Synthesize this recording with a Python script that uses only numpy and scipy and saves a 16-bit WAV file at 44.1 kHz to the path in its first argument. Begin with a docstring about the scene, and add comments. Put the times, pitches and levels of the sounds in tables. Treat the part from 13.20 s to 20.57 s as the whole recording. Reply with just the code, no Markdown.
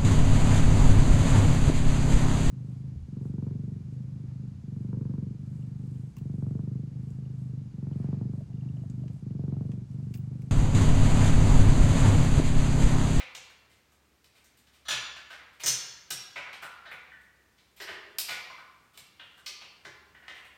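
"""A hard steel clank opens, then chain, hooks and a strap buckle are handled at an engine crane.
The place is a hard-walled garage, the microphone a phone some metres away.
Each knock is a short chatter of contacts; struck parts (beam, legs, hook, links, rail) ring at their own modes.
The garage smears it all into a long tail over a quiet hum and hiss."""
import sys
import numpy as np
from scipy import signal
from scipy.fft import rfft, irfft, next_fast_len
from scipy.io import wavfile
from scipy.ndimage import uniform_filter1d

SR = 44100
rng = np.random.default_rng(int(sys.argv[2]) if len(sys.argv) > 2 else 0)


def store_wav(level_fs):
    """Save 16-bit WAV to argv[1]."""
    pcm = np.round(np.clip(np.atleast_2d(level_fs), -1, 1) * 32767)
    wavfile.write(sys.argv[1], SR, pcm.T.astype(np.int16))


N = 325017  # samples

# Levels of knocks and blows are those at the source, before the garage and the mix.
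# knocks of steel on steel [start_s, low_clank_db, low_clank_hz, high_clank_db, high_clank_hz,
# clatter_db, treble_db, chatter_s (limited in clank)]
KNOCKS = [(0.0, -33.5, 2280, -43, 3510, -43.5, -85, 0.0099),
          (0.1498, -38.5, 2560, -41, 6500, -35.5, -51, 0.0038),
          (0.2994, -54, 1660, -75, 2810, -70, -64, 0.0049),
          (0.4984, -64, 2030, -79, 3730, -61.5, -68, 0.037),
          (0.719, -64, 1180, -68, 6700, -65, -67, 0.0094), (1.0429, -59, 2440, -57, 4660, -56, -61, 0.0043),
          (1.1491, -61, 2270, -72, 3980, -60.5, -67.5, 0.037),
          (1.2427, -63, 1870, -60.5, 6270, -60, -60.5, 0.0096),
          (1.3712, -72, 1960, -72, 4240, -60, -61.5, 0.013),
          (1.4682, -63, 1650, -71, 3000, -58.5, -72, 0.013),
          (1.5306, -66, 2410, -71, 3200, -60, -68, 0.035),
          (1.652, -49.5, 1340, -45.5, 3650, -57, -72, 0.029),
          (1.6845, -29, 1460, -41, 3500, -26.5, -42, 0.01), (1.705, -29, 2670, -42, 3440, -25.5, -64, 0.02),
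          (1.9631, -44, 1660, -43.5, 2660, -45.5, -79, 0.013),
          (2.1011, -42.5, 1510, -48, 2800, -49.5, -64, .022),
          (2.129, -42.5, 1900, -60, 3010, -49.5, -70, 0.01),
          (2.1908, -44, 2080, -57, 3500, -64, -76, 0.0048), (2.331, -66, 1500, -75, 3130, -63, -71, 0.013),
          (2.398, -42, 2480, -54, 2970, -40.5, -68, 0.018),
          (2.4357, -33.5, 1990, -26, 6200, -41, -39, 0.0079),
          (2.4616, -33.5, 1610, -21, 5900, -24.5, -27, 0.018),
          (2.905, -37, 1530, -31, 5700, -29.5, -32, 0.0085),
          (3.1567, -32, 2230, -50, 2970, -44.5, -81, 0.022),
          (3.26, -42.5, 1490, -58, 2900, -74, -86, 0.025), (3.3293, -40, 2180, -45, 3080, -43.5, -80, 0.01),
          (3.4224, -34, 1410, -45, 2680, -49, -52, .018), (3.652, -43, 1710, -49, 3560, -66, -83, 0.038),
          (3.713, -35.5, 2130, -70, 3900, -68, -76, 0.01), (3.9181, -57, 1860, -63, 2880, -71, -78, 0.009),
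          (4.01, -74, 1890, -70, 3830, -70.5, -70, 0.012), (4.376, -64.5, 2070, -65, 3590, -60, -91, .022),
          (4.5639, -56.5, 2270, -65, 3090, -54.5, -60, 0.034),
          (4.600, -38, 1730, -40, 2870, -40, -67, 0.013), (4.6147, -43, 1790, -40.5, 4700, -57, -53, 0.016),
          (4.671, -35.5, 1770, -41, 2880, -48.5, -62, 0.03),
          (4.9847, -34.5, 2500, -24, 4770, -27, -26, 0.0022),
          (5.0845, -32, 2250, -56, 4480, -33.5, -48.5, 0.034),
          (5.2987, -43.5, 1070, -56, 2300, -55, -82, 0.014),
          (5.3788, -45, 1335, -73, 3520, -63, -73, 0.015),
          (5.7348, -62, 1180, -63, 2760, -58.5, -65, 0.033),
          (5.775, -47.5, 2240, -56, 3720, -41.5, -47.5, 0.0044),
          (5.994, -44.5, 1650, -40.5, 3010, -65, -83, 0.017),
          (6.1742, -53.5, 1350, -61, 3200, -61, -64, 0.015),
          (6.2612, -45, 2220, -36.5, 5160, -34, -47.5, 0.013),
          (6.41, -45, 2670, -53, 2960, -51.5, -84, 0.024), (6.649, -39, 1670, -65, 5360, -43.5, -88, 0.013),
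          (6.946, -50, 1900, -61, 2960, -78, -94, 0.015), (7.0189, -53, 1780, -61.5, 2830, -75, -90, 0.046),
          (7.079, -39, 1950, -42.5, 3030, -46, -80, 0.016),
          (7.1484, -49, 1810, -48.5, 2850, -58, -67, 0.033),
          (7.2489, -50, 2000, -49, 2720, -68, -62, 0.0079)]
# decay of the garage tail by pitch [pitch_hz, t60_s]
GARAGE_DECAY = [(120, 0.71), (500, 1), (1400, 1.0), (3500, 0.85), (7000, 0.52), (11000, 0.043),
                (15000, 0.067)]
# spectrum of the hiss, relative [pitch_hz, density_db (per Hz)]
HISS_SPECTRUM = [(15, -33), (25, -1.5), (170, -6), (363, -9.5), (714, -14), (796, -17), (1040, -11.5),
                 (1650, -18), (1940, -1), (2550, -20), (5570, -21), (7110, -24), (16000, -30)]
# wavering level of the hum [time_s, level_db (rms)]
HUM_LEVEL = [(0.0, -79), (0.51, -73), (0.7, -79), (0.96, -76), (1.15, -81), (1.76, -65.5), (2.18, -75),
             (2.91, -81.5), (4.02, -73), (4.39, -76.5), (4.78, -74), (4.95, -90), (5.07, -81), (6.01, -93),
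             (6.24, -74), (6.49, -80), (6.77, -72), (7.37, -75)]

# Modes: level_db adds to that of the blow; t60_s is limited and the ring faded out in rings().
# bright, very short ticks of steel, mostly above 11 kHz [pitch_hz, level_db, t60_s]
TICK_MODES = [(7400, -3, .02), (11300, 0, .02), (12300, 0, .02), (13300, 0, .02), (14300, -1, .02),
              (15300, -3, .02)]
# ticks [start_s, level_db]
TICK_BLOWS = [(1.373, -65.5), (4.565, -55), (4.614, -47), (4.985, -25), (5.085, -54), (5.775, -53),
              (6.262, -69), (6.651, -78)]
# crane legs and mast [pitch_hz, level_db, t60_s]
LEG_MODES = [(1460, -9.5, .3), (1693, 5.5, .15), (2200, -14, 0.13), (2730, -3, .12), (3150, -11.5, .1),
             (3450, 7, 0.13), (4050, -1.5, .1), (5200, -17, .1), (5900, 5.5, .12), (6950, -0.5, 0.16),
             (7300, -12, .06), (9000, -8.5, .06), (9450, -5, .1)]
# blows on the legs and mast [start_s, level_db]
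LEG_BLOWS = [(1.654, -58), (1.683, -33.5), (1.706, -38.5), (3.159, -65)]
# crane beam [pitch_hz, level_db, t60_s]
BEAM_MODES = [(1462, 0, 1.0), (2229, -6, .6), (3440, -8, .4), (3467, -10, .4)]
# blows on the beam [start_s, level_db]
BEAM_BLOWS = [(1.684, -44), (2.101, -55), (2.46, -59), (2.905, -63), (3.16, -49.5), (3.425, -61),
              (3.711, -50.5), (3.80, -66), (5.083, -43.5), (5.38, -61)]
# dull thump of the heavy chassis [pitch_hz, level_db, t60_s]
CHASSIS_MODES = [(122, 0.5, .12), (156.5, 2.5, .1), (250, -7.5, 0.065), (342, 1, 0.038), (468, 6, 0.03),
                 (561, -0.5, 0.055), (693, -1.5, 0.0413)]
# blows on the chassis [start_s, level_db]
CHASSIS_BLOWS = [(1.70, -44.5), (2.436, -42.5), (2.46, -42), (2.905, -45.5), (5.775, -62), (6.301, -72),
                 (6.431, -72), (6.651, -54)]
# chain link [pitch_hz, level_db, t60_s]
LINK_MODES = [(7700, -5, .05), (9400, -6, .09), (10800, 0, .08), (13050, -4, .05), (14450, 1, .08)]
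# blows on the link [start_s, level_db]
LINK_BLOWS = [(2.401, -48), (3.423, -56), (3.713, -58)]
# heap of slack chain [pitch_hz, level_db, t60_s]
HEAP_MODES = [(3360, 1, .1), (4300, -1, 0.102), (4455, -2.5, 0.097), (5140, 1, 0.1), (5250, -2.5, 0.121),
              (5430, 5, 0.11), (5970, -6, .12), (5885, -8, .12), (5790, -9, 0.1), (6140, 13, 0.11),
              (6280, -8, 0.13), (6514, -10, 0.13), (6930, 4, .12), (6810, -6, 0.123), (8670, 5, 0.072),
              (9650, -7.5, .07)]
# blows on the heap [start_s, level_db]
HEAP_BLOWS = [(2.436, -46), (2.46, -32), (2.479, -33.5)]
# hook [pitch_hz, level_db, t60_s]
HOOK_MODES = [(5590, 2, .55), (5450, -5, .7), (8600, -2, .1), (11500, -8, .04), (2800, -3, .1),
              (4000, -6, .12)]
# blow on the hook [start_s, level_db]
HOOK_BLOWS = [(2.904, -41)]
# pin [pitch_hz, level_db, t60_s]
PIN_MODES = [(4150, -3, .03), (4750, -2, .03), (5300, -4, .03), (8600, 0, .06), (10700, -8, .04),
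             (11500, -8, .04), (13000, -6, .04)]
# blows on the pin [start_s, level_db]
PIN_BLOWS = [(3.329, -52), (3.424, -57), (4.985, -47)]
# strap buckle [pitch_hz, level_db, t60_s]
BUCKLE_MODES = [(1896, -3, 0.13), (1733, -9, .12), (1510, -11, 0.18), (2940, -16, 0.062)]
# blows on the buckle [start_s, level_db]
BUCKLE_BLOWS = [(3.918, -38), (4.009, -61), (4.602, -41), (4.671, -46), (6.948, -43.5), (7.08, -38)]
# hollow chassis rail [pitch_hz, level_db, t60_s]
RAIL_MODES = [(343.4, 3, 0.22), (402.2, 4.5, 0.19), (600, -2, 0.099), (806, -16, 0.11), (922, -5, .1)]
# blows on the rail [start_s, level_db]
RAIL_BLOWS = [(4.60, -48.5), (4.69, -47.5), (4.76, -58), (4.86, -54.5), (6.301, -62.5), (6.66, -53.5),
              (7.091, -64)]
# lifting bracket [pitch_hz, level_db, t60_s]
BRACKET_MODES = [(995, 4.5, 0.15), (1353, -11, 0.13), (1610, -8, 0.11), (2070, -1, 0.29), (2280, 2.5, 0.15),
                 (5520, -4, 0.067)]
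# blows on the bracket [start_s, level_db]
BRACKET_BLOWS = [(5.083, -47), (5.30, -48), (6.651, -54), (6.698, -58)]
# shackle [pitch_hz, level_db, t60_s]
SHACKLE_MODES = [(1247, -3, 0.11), (2078, 0.5, .08), (2450, -1, 0.11), (3020, -5, 0.18), (3800, -20, .08),
                 (4360, 5, 0.12), (5950, -1, 0.07)]
# blows on the shackle [start_s, level_db]
SHACKLE_BLOWS = [(6.263, -41), (6.411, -62)]

KNOCK_SIZE = 4096  # samples
LOW_WIDE, HIGH_WIDE, BODY_WIDE = 0.51, 0.47, 2.3  # width of each resonance as a share of its pitch
BODY_HZ, BODY_DB, THUD_DB = 1070, -3.5, -25  # body and thud levels follow the low clank
SPARKLE_DB = -4  # top octave against the treble
FIRST_DB = 13.5  # boost of the first contact
TAIL_DB, EARLY_DB = 3.5, -9.5  # tail energy and strongest possible echo against the direct sound
HISS_DB, HUM_HZ = -67, 68.3  # rms level; middle pitch
SPLIT, FREE_T60_S = 0.0176, 0.176  # mode scatter (share of pitch); less in parts that ring longer than this
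SWELL_CYCLES = 1.11  # time constant of a ring's build-up
MIC_DIP_HZ, MIC_DIP_WIDTH_HZ, MIC_DIP_DEPTH = 10400, 800, .5  # depth: share taken out at the centre
MIC_LOW_HZ, TOP_HZ = 55, 15900


def clank(row):
    """One knock: a first contact and a swarm of dying bounces, heard through the short rings of touching parts."""
    _, low_db, low_hz, high_db, high_hz, clatter_db, treble_db, chatter_s = row
    t = np.arange(KNOCK_SIZE) / SR / np.clip(chatter_s, .002, .03)  # in chatter times
    bounces = undb(2.0 * rng.exponential(size=len(t)))
    bounces = bounces * (rng.random(len(t)) < .15)
    envelope = np.exp(-t) * (1 - np.exp(-t / 0.22))
    contacts = rng.standard_normal(len(t)) * (bounces + 0.23) * envelope
    contacts[1:4] += undb(FIRST_DB) * np.array([.5, -1, .5])  # a hard, thin tick
    contacts = peak(even(contacts, size=40), 0)
    parts = [  # pitch_hz, width_hz, level_db
        (low_hz, LOW_WIDE * low_hz, low_db),
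        (high_hz, HIGH_WIDE * high_hz, high_db),
        (125, 170, low_db + THUD_DB),
        (BODY_HZ, BODY_WIDE * BODY_HZ, low_db + BODY_DB),
        (3300, 4500, clatter_db),
        (8400, 4000, treble_db),
        (13200, 6000, treble_db + SPARKLE_DB)]
    power = 0
    for hz, width_hz, db in parts:  # unrelated parts add in power
        shape = np.abs(resonance(len(t), hz, width_hz, order=3)) ** 2
        power = power + undb(2 * db) * shape / shape.mean()
    body = causal(np.sqrt(power + 1e-16))  # the floor keeps the logarithm finite
    return irfft(rfft(contacts) * body, len(t))


def garage(dry):
    """Direct sound, floor and wall echoes, then a dense tail with its own decay in each half octave."""
    t = np.arange(1 << 16) / SR
    hz, t60 = np.transpose(GARAGE_DECAY)
    tail = 0
    for centre_hz in 2 ** np.arange(6, 14.3, .5):
        decay = 1000 ** (-t / np.interp(np.log(centre_hz), np.log(hz), t60))
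        noise = band(rng.standard_normal(len(t)), centre_hz, centre_hz * 0.31, order=2)
        tail = tail + noise * decay
    crowding = 1 - np.exp(-t / 0.0095)  # echoes need time to crowd
    tail = even(tail * crowding, size=300)[:-4096]
    tail *= undb(TAIL_DB) / np.sqrt(np.sum(tail ** 2))
    early = np.zeros(4096)
    early[0] = 1  # direct sound
    lags_s = rng.uniform(.002, .035, 24)
    echoes = undb(EARLY_DB) * rng.choice([-1, 1], size=24) * np.exp(-lags_s / 0.036)
    early[(lags_s * SR).astype(int)] += echoes
    return signal.oaconvolve(dry, early)[:N] + signal.fftconvolve(dry, tail)[:N]


def building_hiss():
    """Soft hiss of the building: noise in half-octave bands that flicker gently and swell slowly together."""
    hz, density_db = np.transpose(HISS_SPECTRUM)
    hiss, swell = 0, walk(0.22)
    for centre_hz in 2 ** np.arange(5.25, 14.3, .5):
        band_db = np.interp(np.log(centre_hz), np.log(hz), density_db) + 10 * np.log10(centre_hz)
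        flicker_db = band_db + 0.63 * swell + 0.55 * walk(8.1)
        noise = band(rng.standard_normal(next_fast_len(N)), centre_hz, centre_hz * 0.58, order=2)[:N]
        hiss = hiss + undb(flicker_db) * level(noise, 0)
    return level(hiss, HISS_DB)


def hum():
    """A low sine that wavers in pitch and level."""
    time_s, level_db = np.transpose(HUM_LEVEL)
    pitch_hz = HUM_HZ + 2.39 * walk(1.7)
    tone = np.sin(2 * np.pi * np.cumsum(pitch_hz) / SR) * np.sqrt(2)  # unit rms
    return tone * undb(np.interp(np.arange(N) / SR, time_s, level_db))


def rings(modes, blows, scatter_db):
    """Every blow lands on another spot, so it feeds the same modes, each a beating cluster, in other shares."""
    out = np.zeros(N + SR)
    hz, mode_db, t60 = np.transpose(modes)
    t60 = np.clip(t60, .02, 1)
    t = np.arange(int(min(t60.max(), .5) * SR))[:, None] / SR
    closing = np.cos(np.pi * t) ** 2  # silent by half a second
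    build_up = 1 - np.exp(-t * hz / SWELL_CYCLES)
    fade = 1000 ** (-t / t60) * closing * build_up
    # uneven steel splits each mode into close neighbours
    spread_hz = SPLIT * hz * np.minimum(FREE_T60_S / t60, 1) ** 2 + 2 / t60
    cluster = 0
    for _ in range(5):
        neighbour_hz = hz + spread_hz * rng.standard_normal(len(hz))
        cluster = cluster + np.sin(2 * np.pi * (neighbour_hz * t + rng.random(len(hz))))
    ring = fade * cluster
    # the energy of one plain mode
    ring = ring * np.sqrt(np.sum(fade ** 2, axis=0) / np.sum(2 * ring ** 2, axis=0))
    for start_s, blow_db in blows:
        start = int(start_s * SR)
        gains = undb(mode_db + blow_db + scatter_db * rng.standard_normal(len(hz)))
        out[start:start + len(t)] += ring @ gains
    return out[:N]


def chain():
    """All knocks, with the ticks and the rings of the steel parts that they strike."""
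    out = np.zeros(N + KNOCK_SIZE)
    for row in KNOCKS:
        start = int(row[0] * SR)
        out[start:start + KNOCK_SIZE] += clank(row)
    steel = [(TICK_MODES, TICK_BLOWS), (LEG_MODES, LEG_BLOWS), (BEAM_MODES, BEAM_BLOWS),
             (CHASSIS_MODES, CHASSIS_BLOWS), (LINK_MODES, LINK_BLOWS), (HEAP_MODES, HEAP_BLOWS),
             (HOOK_MODES, HOOK_BLOWS), (PIN_MODES, PIN_BLOWS), (BUCKLE_MODES, BUCKLE_BLOWS),
             (RAIL_MODES, RAIL_BLOWS), (BRACKET_MODES, BRACKET_BLOWS), (SHACKLE_MODES, SHACKLE_BLOWS)]
    return out[:N] + sum(rings(modes, blows, scatter_db=1.2) for modes, blows in steel)


def undb(db):
    """Gain of a level in dB."""
    return 10 ** (np.asarray(db) / 20)


def level(x, db):
    """Scale to an rms level."""
    return x * undb(db) / np.sqrt(np.mean(x ** 2))


def peak(x, db):
    """Scale the loudest few milliseconds to an rms level."""
    return x * undb(db) / np.sqrt(uniform_filter1d(x ** 2, size=256).max())


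def walk(rate):
    """Random levels held 1 / rate s and slewed twice; spread near 1."""
    k = int(SR / rate)
    steps = np.repeat(rng.standard_normal(N // k + 1), k)
    return 1.253 * uniform_filter1d(uniform_filter1d(steps, k), k)[:N]


def resonance(size, hz, width_hz, order):
    """Response of a damped resonance, applied several times for steeper flanks."""
    f = np.fft.rfftfreq(size, 1 / SR) + 1e-3  # never divides by zero
    return (1 + 1j * (f - hz ** 2 / f) / width_hz) ** -order


def band(x, hz, width_hz, order=1):
    """Sound passed through a resonance."""
    return irfft(rfft(x) * resonance(len(x), hz, width_hz, order), len(x))


def even(x, size):
    """Level out the coarse bumps of a spectrum and keep its fine grain."""
    spectrum = rfft(x)
    return irfft(spectrum / np.sqrt(uniform_filter1d(np.abs(spectrum) ** 2, size)), len(x))


def causal(gain):
    """Give a gain curve the phase of a body that rings only after it is struck."""
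    cepstrum = irfft(np.log(gain))
    cepstrum[1:len(cepstrum) // 2] *= 2
    cepstrum[len(cepstrum) // 2 + 1:] = 0
    return np.exp(rfft(cepstrum))


def scene():
    """Chain in its garage over the hiss and hum."""
    return (undb(-6.0) * garage(chain()) + building_hiss() + hum())[None]


def record(dry):
    """The phone's port loses the deepest bass and has a dip in the treble; the top is cut."""
    port = signal.lfilter(*signal.iirpeak(MIC_DIP_HZ, MIC_DIP_HZ / MIC_DIP_WIDTH_HZ, SR), dry)
    dipped = dry - MIC_DIP_DEPTH * port
    bass_cut = signal.butter(3, MIC_LOW_HZ, "high", fs=SR, output="sos")
    top_cut = signal.ellip(10, .2, 70, TOP_HZ, fs=SR, output="sos")
    return signal.sosfilt(top_cut, signal.sosfilt(bass_cut, dipped))


dry = scene()
out = record(dry)
store_wav(out)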